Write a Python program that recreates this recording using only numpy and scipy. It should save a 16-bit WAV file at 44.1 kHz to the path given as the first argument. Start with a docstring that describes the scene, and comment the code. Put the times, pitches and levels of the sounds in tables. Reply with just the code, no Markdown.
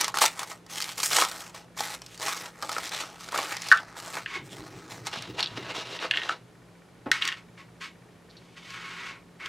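"""A table in a quiet room, the microphone close to two hands unwrapping a thin metal necklace.
The tissue paper crackles as its small creases flip, and snaps when a larger one gives way.
The pendant drops and the chain taps, ringing the table top; the links scrape as they slide over it.
Fingertips and an arm thud and rumble on the table. Behind it all the room hums and a faint
mechanism ticks steadily."""
import sys
import numpy as np
from scipy import signal
from scipy.fft import rfft, irfft, next_fast_len
from scipy.io import wavfile
from scipy.ndimage import uniform_filter1d

SR = 44100
rng = np.random.default_rng(int(sys.argv[2]) if len(sys.argv) > 2 else 0)


def waveform_to_disk(signal):
    """Save audio, clipped to [-1, 1], as 16-bit WAV at the path in sys.argv[1]."""
    frames = np.transpose(np.atleast_2d(signal))
    scaled = np.clip(frames, -1, 1) * 32767
    samples = np.round(scaled).astype(np.int16)
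    wavfile.write(sys.argv[1], SR, samples)


N = 418068

# Spectra. Each row: frequency in Hz, relative level in dB.
ROOM_TONE = [(18, -47), (30, -20.5), (55, -26.5), (82, -30.5), (101, -22), (171, -5.5), (196, -9),
             (420, -10), (480, -11), (641, -15.5), (979, -18), (11100, -37.5), (15200, -50.5),
             (16500, -60.5)]
STEREO_SPREAD = [(300, -18), (1500, -60.5), (4000, -28), (12000, -5)]  # faint left-right width, mostly in the treble
ARM_RUMBLE = [(25, -16), (50, -12), (115, 4.5), (250, -7), (320, 4.5), (450, -6.5), (800, -43)]
CHAIN_SCRAPE = [(180, -77), (300, -9), (399, -9.5), (539, -28.5), (900, -14.5), (1070, -13.5), (2240, -6.5),
                (6340, -22.5), (15200, -47), (16500, -65.5)]
CHAIN_HEAP = [(180, -65), (300, 3), (671, -3.5), (954, -10), (4170, -16), (6000, -21), (9980, -37),
              (15200, -49), (16500, -59.5)]
TISSUE = [(150, -40.5), (250, -18.5), (320, 1.5), (381, -6.5), (454, -3), (853, 1), (999, -4), (1190, -4),
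          (1880, -1), (5470, -5.5), (15100, -24.5), (16500, -42.5)]

# Resonances. Each row: centre in Hz, width in Hz, gain in dB.
TABLE_PEAKS = [(1094, 30, 9.5), (1400, 1000, 8), (1950, 62, 6.5), (2200, 86, 8.5), (3630, 120, 3),
               (4600, 1100, 2)]  # the table top under the links
HEAP_PEAKS = [(1850, 250, 1.5), (2800, 250, 6), (3880, 700, 5)]  # the dull jingle of heaped links
POCKET_PEAKS = [(1220, 300, 7), (850, 250, 2), (2900, 900, -3), (5000, 2500, 2)]  # air cupped by paper and palms, and the sheet's own colour

# Ringing modes. Each row: frequency in Hz, relative level in dB, t60 in seconds.
MECHANISM_MODES = [(1470, 2, .03), (1830, 4, .03), (2293, 2, .03)]
TABLE_MODES = [(690, -9, .02), (1080, -7, .02), (1300, -5, .02), (1550, 0, .02), (1800, 1, .02),
               (2100, -5, .014), (2400, -10, .01), (2800, 0, .014), (3300, -1, .013), (3750, -4, .011),
               (4200, -3, .01), (4600, -8, .008), (5400, -15, .006)]

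# Hand strokes. Each row: start and length in seconds, first and last mid-range level in dB,
# then lows (table body or air pocket) and highs (links or finest creases) in dB above the mids.
CHAIN_DRAGS = [(4.275, 0.08, -44, -33.5, -16, -6), (4.355, 0.039, -43, -47, 0, -11),
               (7.13, 0.065, -29, -40, -29, -3.5), (7.22, 0.11, -29, -40.5, -16, -5),
               (7.36, 0.013, -69, -46.5, -12, -3.5), (7.578, 0.029, -48.5, -48, -24, -6),
               (7.812, 0.054, -37.5, -42.5, -31, -2), (8.3, 0.36, -70, -67, -8.5, 5.5),
               (8.57, 0.012, -46, -48, -28, -3.5), (8.63, 0.085, -55.5, -43, -30, -0.5),
               (8.74, 0.36, -42, -39.5, -16.5, -5.5), (9.11, 0.075, -46.5, -55, -8, -12),
               (9.4, 0.063, -43.5, -36.5, -17, -9)]
CHAIN_GATHERS = [(5.13, 0.18, -36, -52, -11.5, -1.5), (5.34, 0.038, -54, -46, 2.5, -1),
                 (5.39, 0.079, -32, -49, -20, -4), (5.48, 0.14, -49, -51, -22, -3.5),
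                 (5.575, 0.014, -37, -51, -25, -1.5), (5.63, 0.082, -45.5, -38, -7, -5.5),
                 (5.75, 0.054, -38, -37.5, -11, 0), (5.85, 0.11, -48, -40.5, -5.5, 0),
                 (6, 0.04, -41.5, -32, -9, -5), (6.11, 0.21, -45, -39, -8, -3.5)]
PAPER_TUGS = [(0.005, 0.095, -30.5, -44, -6.5, -7.5), (.15, 0.034, -39.5, -39.5, -8.5, -3),
              (.215, 0.031, -22.5, -24.5, -8, -2), (.33, 0.09, -54.5, -40, 0.5, -4),
              (.47, 0.058, -47.5, -46, -2, -2.5), (.7, 0.085, -42.5, -36.5, -9, -3.5),
              (.83, 0.1, -40, -43, -6.5, -4.5), (.98, 0.045, -34, -44.5, -6, -1.5),
              (1.03, 0.03, -36.5, -29.5, -12, 5), (1.115, 0.098, -27.5, -23.5, -8.5, -3.5),
              (1.27, .2, -44.5, -46, -2.5, -2.5), (1.55, 0.048, -43.5, -49.5, -2.5, -8),
              (1.78, 0.17, -34, -42, -4.5, -4.5), (1.99, 0.16, -68, -49.5, -9, -5),
              (2.2, 0.073, -38.5, -33.5, -3, -5), (2.29, 0.18, -36.5, -45, -3, -4.5),
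              (2.5, 0.094, -78, -53.5, 5.5, -4), (2.62, 0.25, -45, -39.5, -3, -6),
              (2.92, 0.1, -34.5, -35.5, -5, -9.5), (3.05, 0.13, -53, -54.5, 1.5, -8),
              (3.2, 0.14, -44, -50.5, -4.5, -8), (3.345, 0.18, -34.5, -39, -0.5, -7.5),
              (3.5, 0.237, -48, -36.5, -6.5, -10.5), (3.76, 0.45, -55.5, -57.5, 6.5, -9.5),
              (3.97, 0.17, -49.5, -45, -4.5, -3.5), (4.14, 0.032, -45.5, -44.5, 0.5, -7.5),
              (4.2, 0.044, -47, -55, -18, -9), (4.42, 0.045, -75, -49.5, -3, -3.5),
              (4.5, 0.032, -54, -45, -10, -6), (4.57, 0.32, -52, -55.5, 1.5, -8.5),
              (4.9, 0.019, -54, -40, -1, -5), (4.96, 0.074, -55.5, -57.5, 2, -8),
              (5.06, 0.012, -41, -36.5, -4.5, -9), (5.12, .16, -64, -73, -5, -10)]

# The room's hum. Each row: frequency in Hz, level in dB, width in Hz, ratio of steady to wavering.
HUM_LINES = [(53.5, -70.5, 4, .3), (119.2, -60, 17, 0.63), (172.8, -59.5, 3, 7.5)]
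# The room's decay. Each row: frequency in Hz, t60 in seconds.
ROOM_DECAY = [(300, 0.18), (1500, 0.16), (5000, 0.1), (12000, 0.019)]
# A forearm shifting its weight. Each row: time in seconds, level in dB.
ARM_LEVELS = [(4.2, -78), (4.432, -50.5), (5.464, -51.5), (5.592, -44), (5.62, -54), (5.9, -61)]
# A fingertip or wrist set down. Each row: start in seconds, relative level in dB, pitch in Hz,
# t60 in seconds.
THUDS = [(4.526, -45, 350, 0.084), (5.17, -43.5, 90, .15), (5.51, -42, 109, 0.17), (5.57, -41, 304, 0.12),
         (5.778, -33, 323, 0.051), (6.044, -27, 543, 0.053), (7.0575, -31.5, 310, 0.14)]
# Pendant and links landing. Each row: start in seconds, level in dB, centre of the blow in octaves
# above 1 kHz, sharp tick in dB above the level, change per rebound in dB.
METAL_TAPS = [(3.715, 2.5, 0.59, -21, -6), (3.723, 2, 0.41, -20, -8), (3.773, -29, 1.5, 1, 1.5),
              (3.79, -40, 1.4, -1, -15), (4.26, -18.5, 1.18, -25, -6), (5.3932, -19.5, 1.74, -10, -9),
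              (5.405, -15.5, 2.6, -9, -13), (5.4275, -12.5, 2.7, -14, -6), (5.442, -20, 2.5, -15, -12),
              (5.4595, -19, 2.4, -25, -25), (5.4715, -24, 2.2, -16, -25), (5.99, -23, 1.6, -32, -17),
              (6.034, -24.5, 0.2, -17, 1), (6.1105, -7, 1.52, -18, -30), (6.137, -17.5, 1.3, -31, -2.5),
              (6.151, -29, 1.3, -27, -20), (6.1585, -23, 1.6, -27, -20), (6.1673, -25.5, 0.83, -8, 2),
              (6.172, -11.5, 1.52, -20, -8), (6.185, -30, 1.9, -25, -20), (6.193, -29, 1.3, -25, -20),
              (6.199, -29, 1.5, -25, -20), (6.217, -20, 1.27, -30, -10), (6.234, -25, 1.6, -15, -20),
              (6.29, -20, 1.7, -18, -11), (6.2928, -13.5, 0.15, -16, -30), (7.1152, -5.5, 0.99, -6, -18),
              (7.155, -33, 0.57, -28, 3), (7.222, -12, 1.7, -20, -9), (7.252, -20, 1.5, -1, -13),
              (7.276, -25.5, 1.3, 8, -6), (7.287, -18, 1.4, -14, -18), (7.318, -24, 1.2, -28, -14),
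              (7.324, -22.5, 1.5, -15, -10), (8.294, -43.5, 2.8, -18, 2.5), (8.368, -41, 2.8, -23, -2),
              (8.704, -40, 0.92, 3.5, -5.6), (9.459, -29, 1.5, -1.5, -16)]
# Single creases giving way. Each row: start in seconds, mid-range peak in dB, pocket in dB above it.
PAPER_SNAPS = [(0.004, -37, -5), (0.0105, -10.5, -13.5), (0.0375, -24.5, 1), (0.0435, -12.5, -14),
               (0.0807, -18, -2), (0.142, -25, 7.5), (0.1585, -25, 1), (0.1715, -13, -1.5),
               (0.186, -11, -6), (0.2169, -9, 0), (0.2225, -9, -10.5), (0.2404, -21, 11),
               (0.254, -9.5, -5.5), (0.2603, -5.5, -25), (0.3925, -20, -7.5), (0.408, -47, -11),
               (0.4314, -22, -2.5), (0.516, -29.5, 1.5), (0.664, -40, -4), (0.7235, -32, -14),
               (0.7786, -42, -5), (0.803, -20, -12), (0.815, -20, -20), (0.823, -15.5, -33),
               (0.842, -16, -29), (0.8909, -24, -11), (0.9792, -23, -17), (1.0011, -17.5, -10),
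               (1.0311, -13.5, -11.5), (1.0655, -20.5, -9), (1.112, -24, 4), (1.1313, -12, -12),
               (1.1665, -6, -14), (1.1844, -16.5, 5.5), (1.2165, -26.5, 8), (1.2221, -21.5, 11),
               (1.2365, -17, 0), (1.249, -18, -6), (1.272, -31, -11), (1.2865, -24, -20),
               (1.2965, -28, -20), (1.3139, -23, -10), (1.406, -28.5, -15), (1.5464, -36.5, -2),
               (1.773, -42.5, 12), (1.8058, -15.5, -2.5), (2.0183, -28, -11), (2.0627, -31, -33),
               (2.176, -33, -15), (2.219, -30, -2), (2.2273, -19.5, -8), (2.2633, -22, -26),
               (2.2822, -18, -2), (2.3755, -26, -25), (2.459, -29, -6), (2.6245, -21, -5),
               (2.6295, -35.5, 13.5), (2.6933, -21.5, 1), (2.7162, -22.5, -2.5), (2.7283, -23, -10),
               (2.7485, -30, -4), (2.7604, -37, -8), (2.765, -36, 19.5), (2.7821, -22, 3),
               (2.794, -36, -0.5), (2.84, -27, -20), (2.855, -27, -20), (2.875, -28, -23),
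               (2.8924, -24.5, -24), (2.9238, -37, 4), (3.0358, -41, 12), (3.243, -36, -13),
               (3.287, -32, 2.5), (3.3209, -25, -6), (3.328, -34.5, 11.5), (3.3448, -34.5, 17.5),
               (3.3598, -29, 12), (3.3762, -17, -12), (3.387, -27.5, 12.5), (3.399, -29, -9),
               (3.5057, -40, -16), (3.5673, -20.5, -12), (3.6193, -24, -27), (3.686, -19.5, -23),
               (3.9994, -30, -13), (4.161, -40, 3), (4.169, -38, 16.5), (5.0689, -19.5, -6.5),
               (5.2225, -26.5, -25)]

PAPER_SPLIT_HZ, CHAIN_SPLIT_HZ = (2000, 7000), (900, 2800)
LEFT_RIGHT = np.array([[1], [-1]])


def amp(db):
    return 10 ** (np.asarray(db) / 20)


def unit_rms(x):
    return x / np.sqrt(np.mean(x ** 2, axis=-1, keepdims=True) + 1e-20)


def value_at(points, hz):
    f, value = np.transpose(points)
    return np.interp(np.log(hz + 1), np.log(f + 1), value)


def add(mix, start, sound):
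    part = mix[max(round(start * SR), 0):][:len(sound)]
    part += sound[:len(part)]


def highpass(x, hz):
    return signal.sosfilt(signal.butter(2, hz, "high", fs=SR, output="sos"), x)


def coloured(x, spectrum, peaks=()):
    """Filter a sound by a spectrum and its resonances."""
    size = next_fast_len(x.shape[-1])
    f = np.fft.rfftfreq(size, 1 / SR)
    peaks_db = sum(db / (1 + (2 * (f - hz) / width) ** 2) for hz, width, db in peaks)
    return irfft(rfft(x, size) * amp(value_at(spectrum, f) + peaks_db), size)[..., :x.shape[-1]]


def three_bands(x, edges_hz):
    kinds = [(edges_hz[0], "low"), (edges_hz, "band"), (edges_hz[1], "high")]
    return [signal.sosfilt(signal.butter(3, hz, kind, fs=SR, output="sos"), x) for hz, kind in kinds]


def wander(samples):
    return unit_rms(uniform_filter1d(rng.standard_normal(N), size=samples))


def drifting(x, depth_db):
    """The colour drifts in patches as things move."""
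    spectra = signal.stft(x, nperseg=512)[2]
    patches = uniform_filter1d(rng.standard_normal(spectra.shape), size=9, axis=0)
    patches = uniform_filter1d(patches, size=14, axis=1)
    return signal.istft(spectra * amp(depth_db * patches / patches.std()), nperseg=512)[1][:N]


def ring(modes, t, phase, weight=1):
    """Struck modes die away as damped sines; phase is in cycles."""
    hz, db, t60 = np.transpose(modes)[:, :, None]
    return (weight * amp(db - 60 * t / t60) * np.sin(2 * np.pi * (hz * t + phase))).sum(0)


def grains(per_s, spread_db, clump_db, t60, hiss, colour_db, colours):
    """Tiny slips in clumps: short dying bursts in a few colours, over a fine hiss."""
    clumps = amp(clump_db * wander(500))
    strength = amp(spread_db * np.minimum(rng.exponential(1, N), 4))
    slips = strength * (rng.random(N) < per_s / SR)
    kind, t, out = rng.integers(0, colours, N), np.arange(512) / SR, np.zeros(N)
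    for k in range(colours):
        tint = np.c_[np.geomspace(500, 15000, 6), colour_db * rng.standard_normal(6)]
        burst = coloured(rng.standard_normal(512), tint) * amp(-60 * t / t60)
        out += signal.oaconvolve(slips * (kind == k), burst / np.linalg.norm(burst))[:N]
    return clumps * (unit_rms(out) + hiss * rng.standard_normal(N))


def stroke(start, length, first_db, last_db, rise_db_per_s, fall_db_per_s=356):
    """Gain of one stroke: quick rise, steady drift from first level to last, slower release."""
    t = np.arange(N) / SR - start
    drift_db = np.interp(t, [0, length], [first_db, last_db])
    return amp(drift_db + rise_db_per_s * np.minimum(t, 0) - fall_db_per_s * np.maximum(t - length, 0))


def rubbed(strokes, texture, edges_hz, rise_db_per_s=1498.5):
    """A grainy sound whose three bands follow the strokes of the hands."""
    bands = [x / np.sqrt(uniform_filter1d(x ** 2, 6000) + 1e-20) for x in three_bands(texture, edges_hz)]
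    gains = np.array([stroke(*row[:4], rise_db_per_s) for row in strokes])
    shares = amp([(low_db, 0, high_db) for *_, low_db, high_db in strokes])
    return (shares.T @ gains * bands).sum(0)


def room_tone():
    """Soft noise and a hum of wavering lines, almost alike in both channels."""
    t = np.arange(N) / SR
    mid, side = amp(-56) * unit_rms(coloured(rng.standard_normal((2, N)), ROOM_TONE))
    for hz, db, width_hz, steady in HUM_LINES:
        pole = np.exp(-np.pi * width_hz / SR)
        waver = signal.lfilter([1], [1, -pole], rng.standard_normal(N) + 1j * rng.standard_normal(N))
        line = (steady + waver / waver.std()) * np.exp(2j * np.pi * hz * t)
        mid = mid + amp(db) * unit_rms(line.real)
    return mid + amp(-10) * side * LEFT_RIGHT


def mechanism(ticks_per_s=14.985):
    """A faint mechanism rings briefly at each regular tick, a little uneven in strength."""
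    out, t = np.zeros(N), np.arange(2000) / SR
    for start in np.arange(.012, N / SR, 1 / ticks_per_s):
        db = -56.5 + 2 * rng.standard_normal()
        phase = rng.standard_normal((len(MECHANISM_MODES), 1))
        add(out, start, amp(db) * ring(MECHANISM_MODES, t, phase) * np.minimum(t / .0029, 1))
    return out


def room_echoes(x):
    """Sparse reflections reach the microphone, the treble dying first; a faint width is added."""
    reflections = np.zeros((2, SR // 2))
    arrivals = np.arange(200, SR // 2 - 20, 20) + rng.integers(0, 20, (2, (SR // 2 - 201) // 20))
    np.put_along_axis(reflections, arrivals, rng.choice([-1., 1.], arrivals.shape), 1)
    hz, t, spectra = signal.stft(reflections, SR, nperseg=256)
    decay = amp(-60 * t / value_at(ROOM_DECAY, hz)[:, None])
    tail = signal.istft(spectra * decay, SR, nperseg=256)[1]
    mid, side = signal.fftconvolve(x[None], tail / np.linalg.norm(tail[0]), axes=1)[:, :N]
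    return drifting(mid, depth_db=3) + coloured(side, STEREO_SPREAD) * LEFT_RIGHT


def arm_and_fingers():
    """The low rumble of an arm leaning on the table, and dull pushes of fingertips or wrist."""
    arm_db = np.interp(np.arange(N) / SR, *np.transpose(ARM_LEVELS), left=-np.inf, right=-np.inf)
    out = amp(arm_db + 4.7 * wander(2500)) * unit_rms(coloured(rng.standard_normal(N), ARM_RUMBLE))
    t = np.arange(6000) / SR
    for start, db, hz, t60 in THUDS:
        flesh = [(hz / 3, -25), (hz, 0), (2 * hz, -8), (8 * hz, -26), (30 * hz, -60)]
        push = unit_rms(coloured(rng.standard_normal(len(t)), flesh))
        add(out, start, amp(db + 6) * push * amp(-60 * t / t60) * np.minimum(t / .0083, 1))
    return out


def chain_slide():
    """Fine links catch abruptly and drag in a dense scrape; gathered in a heap, they tick more."""
    smooth = grains(per_s=2000, spread_db=2.5, clump_db=1, t60=.006, hiss=1.3, colour_db=3, colours=3)
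    ticky = grains(per_s=700, spread_db=3, clump_db=1.8, t60=.006, hiss=1.3, colour_db=2.5, colours=4)
    scrape = coloured(smooth, CHAIN_SCRAPE, TABLE_PEAKS)
    jingle = coloured(ticky, CHAIN_HEAP, HEAP_PEAKS)
    drag = rubbed(CHAIN_DRAGS, scrape, CHAIN_SPLIT_HZ, rise_db_per_s=2200)
    return drag + rubbed(CHAIN_GATHERS, jingle, CHAIN_SPLIT_HZ)


def metal_taps(rebound_s=.004, contact_s=.0006):
    """Metal chatters on the table top: a sharp tick, and the modes near the blow's centre ring."""
    out, t, bounces = np.zeros(N), np.arange(4000) / SR, np.arange(5)
    hz = np.transpose(TABLE_MODES)[0][:, None]
    polarity = np.arange(len(hz))[:, None] % 2 / 2
    for start, db, octaves, tick_db, rebound_db in METAL_TAPS:
        noise = rng.standard_normal(len(t))
        tick = unit_rms(highpass(coloured(noise, CHAIN_SCRAPE), 4120))
        tick *= amp(-60 * t / .019) * np.minimum(t / .00059, 1)
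        blow = .22 * noise * np.exp(-t / .0035)  # the contact rattles for some milliseconds
        bounce_s = bounces * rebound_s * np.clip(1 + .1 * noise[-5:], .7, 1.3)
        blow[np.round(bounce_s * SR).astype(int)] += 3.4 * amp(rebound_db * bounces)
        modes = np.array(TABLE_MODES)
        modes[:, 0] *= 1 + .025 * noise[-40:][:len(hz)]  # each spot of the table has its own tuning
        weight = np.exp(-((np.log2(hz / 1e3) - octaves) / .7) ** 2)
        ringing = ring(modes, t, polarity, weight) * np.minimum(t / contact_s, 1)
        body = signal.fftconvolve(ringing, np.convolve(np.hanning(5), blow))[:len(t)]
        add(out, start, amp(db) * (body / abs(body).max() + amp(tick_db) * tick))
    return highpass(highpass(out, 290), 290)


def paper_crackle():
    """Many small creases flip as the tissue is pulled open; fewer dry ticks stand out of them."""
    ticks = grains(per_s=130, spread_db=.5, clump_db=1, t60=.0021, hiss=0, colour_db=3.5, colours=6)
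    fine = grains(per_s=900, spread_db=2.6, clump_db=2.4, t60=.005, hiss=.7, colour_db=3, colours=10)
    creases = coloured(fine + amp(-5) * ticks, TISSUE, POCKET_PEAKS)
    return rubbed(PAPER_TUGS, drifting(creases, depth_db=1.6), PAPER_SPLIT_HZ)


def paper_snaps(crease_hz=4700, pop_hz=1180, band_t60s=(.035, .025, .016)):
    """A larger crease flips: a bright burst, and a hollow pop in the palms, pitched by the grip."""
    out, t = np.zeros(N), np.arange(2000) / SR
    attack = (1 + .3 * np.exp(-t / .0008)) * np.minimum(t / .0006, 1)
    variations = rng.standard_normal((len(PAPER_SNAPS), 3))
    for (start, db, pocket_db), (fine, grip, tint) in zip(PAPER_SNAPS, variations):
        crease_peak = [(crease_hz * np.exp(.16 * tint), 2200, 7)]
        crease = coloured(rng.standard_normal(len(t)), TISSUE, POCKET_PEAKS + crease_peak)
        bands = three_bands(crease, PAPER_SPLIT_HZ)
        bursts = [x * attack * amp(-60 * t / t60) for x, t60 in zip(bands, band_t60s)]
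        low, mid, high = (x / abs(x).max() for x in bursts)
        pocket = low + ring([(pop_hz * np.exp(.15 * grip), 2, .022)], t, phase=0)
        snap = mid + amp(pocket_db) * pocket / abs(pocket).max() + amp(-2.5 - .5 * fine) * high
        add(out, start, amp(db) * snap)
    return highpass(out, 370)


def scene():
    """Paper, necklace and hands close up and central, the room well behind them."""
    near = paper_crackle() + paper_snaps() + chain_slide() + metal_taps() + arm_and_fingers()
    return near + amp(-14.5) * room_echoes(near) + mechanism() + room_tone()


def record(dry, ceiling=1.1, top_hz=16600):
    """The small microphone loses deep bass, the preamp rounds the peaks, and the top treble is cut."""
    rounded = ceiling * np.tanh(highpass(dry, 38) / ceiling)
    lowpass = signal.firwin(511, top_hz, window=("kaiser", 9), fs=SR)
    return signal.oaconvolve(rounded, lowpass[None], "same")


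dry = scene()
out = record(dry)
waveform_to_disk(out)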